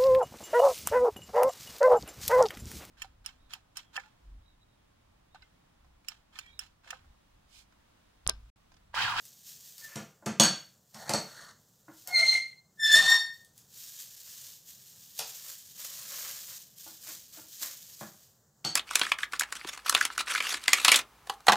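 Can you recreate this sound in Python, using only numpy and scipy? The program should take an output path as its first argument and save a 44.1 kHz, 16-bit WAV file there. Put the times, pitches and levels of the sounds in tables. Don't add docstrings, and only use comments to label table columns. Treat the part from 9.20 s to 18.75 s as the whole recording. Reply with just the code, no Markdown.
import sys
import numpy as np
from scipy import signal
from scipy.fft import rfft, irfft, next_fast_len
from scipy.io import wavfile

SR = 44100
rng = np.random.default_rng(int(sys.argv[2]) if len(sys.argv) > 2 else 0)


def log_audio(samples):
    frames = np.atleast_2d(samples).T
    limited = np.clip(frames, -1, 1)
    pcm = np.round(limited * 32767).astype(np.int16)
    wavfile.write(sys.argv[1], SR, pcm)


def voltage_ratio(level):
    return 10 ** (np.asarray(level, float) / 20)


N = 421155

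# t/s, peak level/dB, grate thump re peak/dB, crack re peak/dB, body f/Hz
DULL_KNOCKS = [
    (0.756, -28.5, -11, -1.5, 570),
    (0.789, -36, -15, -11.5, 579),
    (1.059, -21, -8.5, -5.5, 676),
    (1.744, -42.5, -11, 3.5, 820),
    (1.892, -20.5, -15, 1, 660),
    (5.992, -30.5, -37, 6.5, 640),
]
# t/s, peak level/dB, grate thump re peak/dB, steel ring re peak/dB, body f/Hz
BARE_STRIKES = [
    (1.198, -13, -18, 5.5, 608),
    (1.235, -17.5, -24, -2.5, 1387),
    (1.936, -18, -16.5, -11, 650),
    (9.448, -29.5, -5, 4, 704),
]
# f/Hz, level/dB, t60/s
WALL_MODES = [(4460, -5.5, .025), (4430, -13, 0.25), (4470, -9.5, 0.26), (4350, -14, 0.24),
              (4590, -13, .15), (4440, -2.5, 0.073), (5650, -9, .09), (5970, -3, 0.025),
              (6500, -7.5, 0.023), (6520, -9, .12), (6680, -4, 0.019), (7990, -7.5, 0.13),
              (8300, -16.5, 0.03)]
# f/Hz, level/dB, t60/s
GRATE_MODES = [(155, 3.5, 0.17), (184, 6, 0.12), (214, 4, 0.12), (323, 3.5, 0.091)]
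# f/Hz, level/dB, t60/s
HOLLOW_MODES = [(342, -6.5, 0.045), (640, -8, 0.025), (1383, -9, 0.043)]


def knocks():
    blows = []
    for s, db, thump_db, crack_db, hz in DULL_KNOCKS:
        rise_s = 0.0034 * voltage_ratio(-1.2 * crack_db)
        blows.append((s, db, thump_db, crack_db, -42, hz, rise_s))
    for s, db, thump_db, steel_db, hz in BARE_STRIKES:
        crack_db = 0.9 + 0.3 * steel_db
        blows.append((s, db, thump_db, crack_db, steel_db, hz, 0.00031))
    out, size = np.zeros(N + SR), SR // 4
    for s, db, thump_db, crack_db, ring_db, body_hz, rise_s in blows:
        noise = rng.standard_normal(size)
        touch = contact(noise, 0.0035, rise_s)
        thud = contact(noise, 0.015, rise_s)
        body = band(thud, 0.72 * body_hz, 1.316 * body_hz)
        body += voltage_ratio(-2.0 + 0.33 * crack_db) * band(band(thud, 190, 2400), 180, 3200)
        body += voltage_ratio(-32) * modes(thud, HOLLOW_MODES, 0.49)
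        crack = band(touch, 1500, 8000) + voltage_ratio(-13) * band(touch, 11000, 12000)
        sound = voltage_ratio(26.5) * body + voltage_ratio(crack_db + 21.5) * crack
        for hz, mode_db, t60 in GRATE_MODES + WALL_MODES:
            mode_db += rng.normal(0, 2.0)
            mode_db += thump_db - 3 if hz < 400 else ring_db - 6.5
            sound += voltage_ratio(mode_db) * ring(touch, hz, t60)
        start = round(s * SR)
        out[start:start + size] += voltage_ratio(db) * sound
    return band(out[:N], 120, 18000)


# t/s, slip rate f/Hz, first partial level/dB, second partial re first/dB (sharpness)
SQUEAL_STROKES = [
    [(2.87, 2117, -67, -6.5), (2.92, 2147, -43, -14.5), (2.948, 2105, -26.5, 0.5),
     (2.976, 2092, -23.5, 1.5), (3.04, 2095, -26, -4.5), (3.105, 2088, -32, 7), (3.152, 2096, -24, -9.5),
     (3.232, 2100, -34.5, -14), (3.4, 2089, -69.5, -3)],
    [(3.57, 1750, -74, -19.5), (3.6, 1790, -35.5, -11), (3.646, 1752, -27, 4.5), (3.7, 1767, -29.5, -4),
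     (3.738, 1759, -20, 3), (3.78, 1829, -16.5, -9.5), (3.834, 1810, -28.5, -8.5), (3.93, 1822, -21, -4),
     (4.28, 1835, -74.5, -18.5)],
]
# multiple of the slip rate, level re third partial/dB
SLIP_OVERTONES = [(4, -4.5), (5, -11.5), (6, -23.5), (7, -18.5), (8, -19.5)]
# t/s, hold/s, level/dB, f/Hz
SHORT_SLIPS = [
    (0.65, .005, -39.5, 1777),
    (0.69, 0.11, -55.5, 1763),
]
# t/s, hold/s, level/dB, f/Hz
SINGING_WALL = [
    (3.714, 0.066, -36, 4454),
    (3.864, .064, -30, 4430),
]


def squeal():
    first, rest = np.zeros(N), np.zeros(N)
    flutter = [voltage_ratio(3.0 * drift(55)) for _ in range(8)]
    waver = 1 + 0.004 * drift(40) + 0.007 * drift(250)
    for stroke, third_db in zip(SQUEAL_STROKES, [-20, -10.5]):
        span, hz, db1, sharp_db, on = in_time(stroke)
        db2 = db1 + sharp_db
        db3 = db1 + third_db + 0.69 * sharp_db
        phase = 2 * np.pi * np.cumsum(hz * waver[span]) / SR
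        first[span] += on * voltage_ratio(db1 + 2.5) * flutter[0][span] * np.sin(phase)
        rest[span] += on * voltage_ratio(db2 + 3.0) * flutter[1][span] * np.sin(2 * phase)
        for k, db in [(3, 0)] + SLIP_OVERTONES:
            rest[span] += on * voltage_ratio(db3 + db + 4.5) * flutter[k - 1][span] ** 1.2 * np.sin(k * phase)
    first += tones(SHORT_SLIPS, (630, 500), waver, flutter[0])
    rest += tones(SINGING_WALL, (810, 162), waver ** 1.3, flutter[5])
    return first, rest


# t/s, hold/s, body level/dB, bright part re body/dB, body centre f/Hz
DRAGS = [
    (1.754, 0.11, -49, -14.5, 780),
    (1.882, 0.0042, -43, -20, 827),
    (2.09, 0.09, -53.5, -10.5, 1404),
    (2.182, .12, -51, -12.5, 1350),
    (2.879, 0.072, -50, -12.5, 735),
    (2.981, .19, -49, 0.5, 897),
    (3.662, 0.13, -53.5, 5.5, 1600),
    (3.75, .2, -40.5, -2, 1201),
]
# f/Hz, width/Hz, level/dB
DRAGGED_POT = [(690, 150, -6.5), (1030, 80, -10), (1465, 150, -5.5), (1820, 500, 3)]
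# t/s, hold/s, level/dB, f/Hz
BLADE_CHATTER = [
    (2.9, 0.047, -49.5, 730),
    (2.99, 0.034, -41, 656),
    (3.15, .003, -48, 690),
    (3.74, .07, -47.5, 635.4),
    (3.826, .003, -38, 779),
    (3.9, 0.049, -43, 799),
]
# t/s, hold/s, level/dB, f/Hz
CAUGHT_MODES = [
    (2.982, 0.0048, -41, 1425),
    (3.885, .055, -43, 1029),
]


def scrape():
    rub = grains(5000, spread_db=2.5, clump_db=5.5)[:N // 2]
    body = sum(voltage_ratio(db) * rms_one(ring(rub, hz, 5.1 / width)) for hz, width, db in DRAGGED_POT)
    body = rms_one(body + voltage_ratio(-3.0) * rms_one(band(rub, 560, 2200)))
    rocking = band(modes(rub, GRATE_MODES), 140, 260)
    body += voltage_ratio(-14.5) * rms_one(rocking)
    bright = rms_one(band(rub, 2200, 7400))
    bright += voltage_ratio(-0.5) * rms_one(modes(rub, WALL_MODES, 0.19))
    bright += voltage_ratio(-17) * rms_one(band(rub, 11000, 12000))
    out, slow, waver = np.zeros(N), drift(130), 1 + 0.015 * drift(40)
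    for s, hold, db, bright_db, hz in DRAGS:
        span, shape_db = swell(s, hold, (900, 590))
        moving = slow[span] * np.sin(2 * np.pi * np.cumsum(hz * waver[span] ** 6.7) / SR)
        rubbed = voltage_ratio(-5.5) * body[span] + voltage_ratio(-3.5) * moving + voltage_ratio(bright_db + 4.5) * bright[span]
        out[span] += voltage_ratio(db + shape_db) * rubbed
    flutter = voltage_ratio(1.5 + 3.8 * drift(40))
    out += tones(BLADE_CHATTER, (650, 420), waver, flutter, second_db=-9.5)
    out += tones(CAUGHT_MODES, (700, 260), np.ones(N), flutter)
    return out


# t/s, peak level/dB
SNAPS = [(0.0524, -40), (0.5804, -36), (2.8737, -27), (3.2802, -55), (3.7265, -21.5), (3.9, -20.5),
         (4.2468, -47), (4.3778, -43), (5.9896, -22.5), (6.6446, -33.5), (7.5834, -40.5), (8.2837, -43),
         (8.4606, -44)]
# t/s, peak level/dB, lowest f/Hz, highest f/Hz
SOFT_THUDS = [
    (1.024, -47.5, 301, 1050),
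    (2.681, -45, 220.8, 1237),
    (7.663, -48, 200, 1320),
    (7.882, -52.5, 140, 1304),
    (8.172, -47, 201, 1320),
    (8.414, -51, 140, 1300),
    (8.81, -36.5, 138, 1495),
    (9.444, -39.5, 140, 6000),
]


def ticks():
    out, size = np.zeros(N), SR // 10
    snaps = [(s, db, 3460, 15000) for s, db in SNAPS]
    for table, decay_s, gain_db, hollow_db, grate_db in [(snaps, 0.003, 17, -80, -90),
                                                         (SOFT_THUDS, 0.016, 32, -29, -47)]:
        for s, db, low_hz, high_hz in table:
            touch = contact(rng.standard_normal(size), decay_s)
            sound = band(band(touch, low_hz, high_hz), 0.84 * low_hz, 1.4 * high_hz)
            body = voltage_ratio(hollow_db) * modes(touch, HOLLOW_MODES) + voltage_ratio(grate_db) * modes(touch, GRATE_MODES)
            sound += band(body, 0.9 * low_hz, 9000)
            start = round(s * SR)
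            out[start:start + size] += voltage_ratio(db + gain_db) * sound
    return out


# t/s, hold/s, crackle level/dB, fuller folds re crackle/dB
BAG_SHAKEN_OPEN = [
    (0.0, 0.14, -59, -21),
    (0.15, 0.081, -60, -30),
    (0.288, 0.0052, -47.5, -25),
    (0.41, .11, -54, -30),
    (0.6, 0.054, -51, -12.5),
    (0.7, 0.056, -58, 0.5),
]
# t/s, hold/s, crackle level/dB, fuller folds re crackle/dB
BAG_LIFTED = [(4.143, .003, -61, -25), (4.383, 0.0028, -62.5, -14), (4.562, 0.29, -49, -24),
              (4.8, 0.0037, -45, -21), (4.885, 0.17, -52, -26), (5.066, 0.22, -49, -20),
              (5.496, 0.0032, -50, -25), (5.56, 0.41, -56, -25), (6.077, 0.22, -47.5, -18.5),
              (6.26, .05, -44, -16), (6.461, 0.065, -54, -33.5)]
# t/s, hold/s, crackle level/dB, fuller folds re crackle/dB
BAG_SHAKEN_DOWN = [(6.593, 0.34, -44.5, -15), (6.914, 0.18, -41, -11), (7.133, 0.079, -44.5, -16),
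                   (7.289, 0.038, -44, -15), (7.601, 0.061, -50, -28), (7.677, .003, -47.5, -19),
                   (7.844, .01, -47.5, -16), (7.887, .003, -42, -8.5), (8.143, 0.052, -50, -13.5),
                   (8.33, 0.0086, -48, -27), (8.441, 0.0027, -39.5, -6.5), (8.552, 0.19, -51.5, -22),
                   (8.802, 0.022, -49.5, -18), (8.974, 0.046, -60, -20)]
# t/s, hold/s, crackle level/dB, fuller folds re crackle/dB
BAG_TUGS = [
    (0.054, 0.0034, -53, -19),
    (5.978, .002, -42, -22),
    (6.65, 0.0034, -38.5, -10.5),
    (8.43, .003, -33.5, -13.5),
]
# t/s, hold/s, crackle level/dB
BAG_HELD = [
    (0.74, .003, -69),
    (1.26, 0.16, -64.5),
    (1.778, .03, -59),
    (1.92, 0.12, -58),
    (2.399, 0.28, -71.5),
    (2.8, .003, -57),
    (2.936, 0.16, -64.5),
    (3.78, 0.032, -50.5),
    (4.05, .07, -69),
]
# f/Hz, level/dB
FILM_SPECTRUM = [(710, -48.5), (1200, -15.5), (1340, -23), (1640, -7), (2130, -12.5), (3080, -2), (6950, 5),
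                 (10300, -4.5), (12500, 1), (14800, 4.5), (16000, -13)]
# f/Hz, level/dB
FOLD_SPECTRUM = [(180, -46.5), (300, -15.5), (444, -15.5), (531, -4), (849, -12), (1040, -4), (2300, -3.5),
                 (2990, -8.5), (5060, -120)]


def bag():
    film = coloured(grains(3500, spread_db=0.5, clump_db=2.5), FILM_SPECTRUM)
    folds = coloured(grains(2500, spread_db=2.5, clump_db=2.0), FOLD_SPECTRUM)
    crackle, fold = np.full(N, voltage_ratio(-81)), np.zeros(N)
    handled = BAG_SHAKEN_OPEN + BAG_LIFTED + BAG_SHAKEN_DOWN
    held = [(*row, -40) for row in BAG_HELD]
    for rows, rates in [(handled, (213, 90)), (BAG_TUGS, (430, 670)), (held, (110, 53))]:
        for s, hold, db, fold_db in rows:
            span, shape_db = swell(s, hold, rates)
            crackle[span] = np.maximum(crackle[span], voltage_ratio(db + 0.8 + shape_db))
            fold_level = voltage_ratio(db + fold_db - 0.47 + 2.2 * shape_db)
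            fold[span] = np.maximum(fold[span], fold_level)
    return crackle * film + fold * folds


# f/Hz, level/dB
HUM_SPECTRUM = [(15, -41.5), (25, -13), (134, 8), (212, 2), (301, -8), (531, -5), (591, -7.5), (1840, -16),
                (2480, -33.5), (7310, -10), (9840, -27), (14400, -20.5), (16000, -14.5)]


def hum():
    return voltage_ratio(-67.5) * coloured(rng.standard_normal(N), HUM_SPECTRUM) * voltage_ratio(1.5 * drift(4))


# f/Hz, t60/s
ROOM_DECAY = [(150, 0.34), (1000, 0.32), (4000, 0.39), (12000, 0.19)]


def kitchen(x):
    t, tail = np.arange(SR // 2) / SR, 0
    for low in 60 * 2 ** np.arange(8):
        decay = voltage_ratio(-60 * t / at_hz(ROOM_DECAY, 1.4 * low))
        tail = tail + band(rng.standard_normal(len(t)), low, 2 * low) * decay
    tail *= np.clip((t - 0.003) / 0.0056, 0, 1)
    return signal.fftconvolve(x, tail / np.sqrt(np.sum(tail ** 2)))[:N]


def contact(noise, decay_s, rise_s=0.00036):
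    t = np.arange(len(noise)) / SR
    touch = noise * np.exp(-t / decay_s) * np.minimum(t / rise_s, 1)
    return touch / np.sqrt(np.sum(touch ** 2))


def ring(x, hz, t60):
    r, w = voltage_ratio(-60 / (t60 * SR)), 2 * np.pi * hz / SR
    return signal.lfilter([0, np.sin(w)], [1, -2 * r * np.cos(w), r * r], x + 1e-18)


def modes(x, table, sustain=1):
    return sum(voltage_ratio(db) * ring(x, hz, sustain * t60) for hz, db, t60 in table)


def grains(per_s, spread_db, clump_db):
    sizes = voltage_ratio(spread_db * np.minimum(rng.exponential(1, N), 5)) * rng.choice([-1, 1], N)
    happens = rng.random(N) < per_s * voltage_ratio(clump_db * drift(45)) / SR
    return rms_one(sizes * happens)


def swell(s, hold, rates):
    rise, fall = rates
    start = max(round((s - 45 / rise) * SR), 0)
    stop = min(round((s + hold + 45 / fall) * SR), N)
    t = np.arange(start, stop) / SR
    return slice(start, stop), -rise * np.maximum(s - t, 0) - fall * np.maximum(t - s - hold, 0)


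def tones(rows, rates, waver, flutter, second_db=-90):
    out = np.zeros(N)
    for s, hold, db, hz in rows:
        span, shape_db = swell(s, hold, rates)
        phase = 2 * np.pi * np.cumsum(hz * waver[span]) / SR
        wave = np.sin(phase) + voltage_ratio(second_db) * np.sin(2 * phase)
        out[span] += voltage_ratio(db + shape_db) * flutter[span] * wave
    return out


def in_time(rows):
    s, *columns = np.transpose(rows)
    span = slice(max(round(s[0] * SR), 0), min(round(s[-1] * SR), N))
    t = np.arange(span.start, span.stop) / SR
    on = np.clip(np.minimum(t - s[0], s[-1] - t) / 0.0059, 0, 1)
    return [span] + [np.interp(t, s, c) for c in columns] + [on]


def drift(rate):
    r = np.exp(-16 * np.pi * rate / SR)
    slow = signal.lfilter([1], [1, -2 * r, r * r], rng.standard_normal(N // 8 + 2))
    return np.interp(np.arange(N) / 8, np.arange(len(slow)), rms_one(slow))


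def coloured(x, spectrum):
    size = next_fast_len(N)
    hz = np.arange(1, size // 2 + 2) * SR / size
    return rms_one(irfft(rfft(x, size) * voltage_ratio(at_hz(spectrum, hz)), size)[:N])


def at_hz(points, hz):
    table_hz, value = np.transpose(points)
    return np.interp(np.log(hz), np.log(table_hz), value)


def band(x, low_hz, high_hz):
    edges = [low_hz, min(high_hz, 0.45 * SR)]
    return signal.sosfilt(signal.butter(2, edges, "band", fs=SR, output="sos"), x)


def rms_one(x):
    return x / np.sqrt(np.mean(x ** 2) + 1e-20)


def scene():
    blows = band(knocks() + ticks(), 110, 18000)
    first, overtones = squeal()
    rubbing, rustle = scrape() + overtones, bag()
    wet = kitchen(voltage_ratio(-1.5) * blows + voltage_ratio(-9) * rubbing + voltage_ratio(-11.5) * rustle + voltage_ratio(-13.5) * first)
    return (blows + rubbing + rustle + hum() + wet + first) * np.ones((2, 1))


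# low f/Hz, high f/Hz, side level re middle/dB, sign
MICROPHONE_PORTS = [
    (1600, 2250, -13, 1),
    (9300, 10200, -16, -1),
]


def top_cut(x):
    return signal.sosfilt(signal.butter(12, 16830, fs=SR, output="sos"), x)


def record(dry):
    x = signal.sosfilt(signal.butter(2, 60, "high", fs=SR, output="sos"), dry)
    x = x + voltage_ratio(-82) * signal.lfilter([1], [1, -0.97], rng.standard_normal(N)) / 6
    side = voltage_ratio(-82) * rng.standard_normal(N)
    for low_hz, high_hz, db, sign in MICROPHONE_PORTS:
        side += sign * voltage_ratio(db) * band(band(x[0], low_hz, high_hz), 0.9 * low_hz, 1.1 * high_hz)
    x = x + side * np.array([[1], [-1]])
    x = signal.sosfilt(signal.cheby2(12, 50, 16300, fs=SR, output="sos"), x)
    return top_cut(x)


dry = scene()
out = record(dry)
log_audio(out)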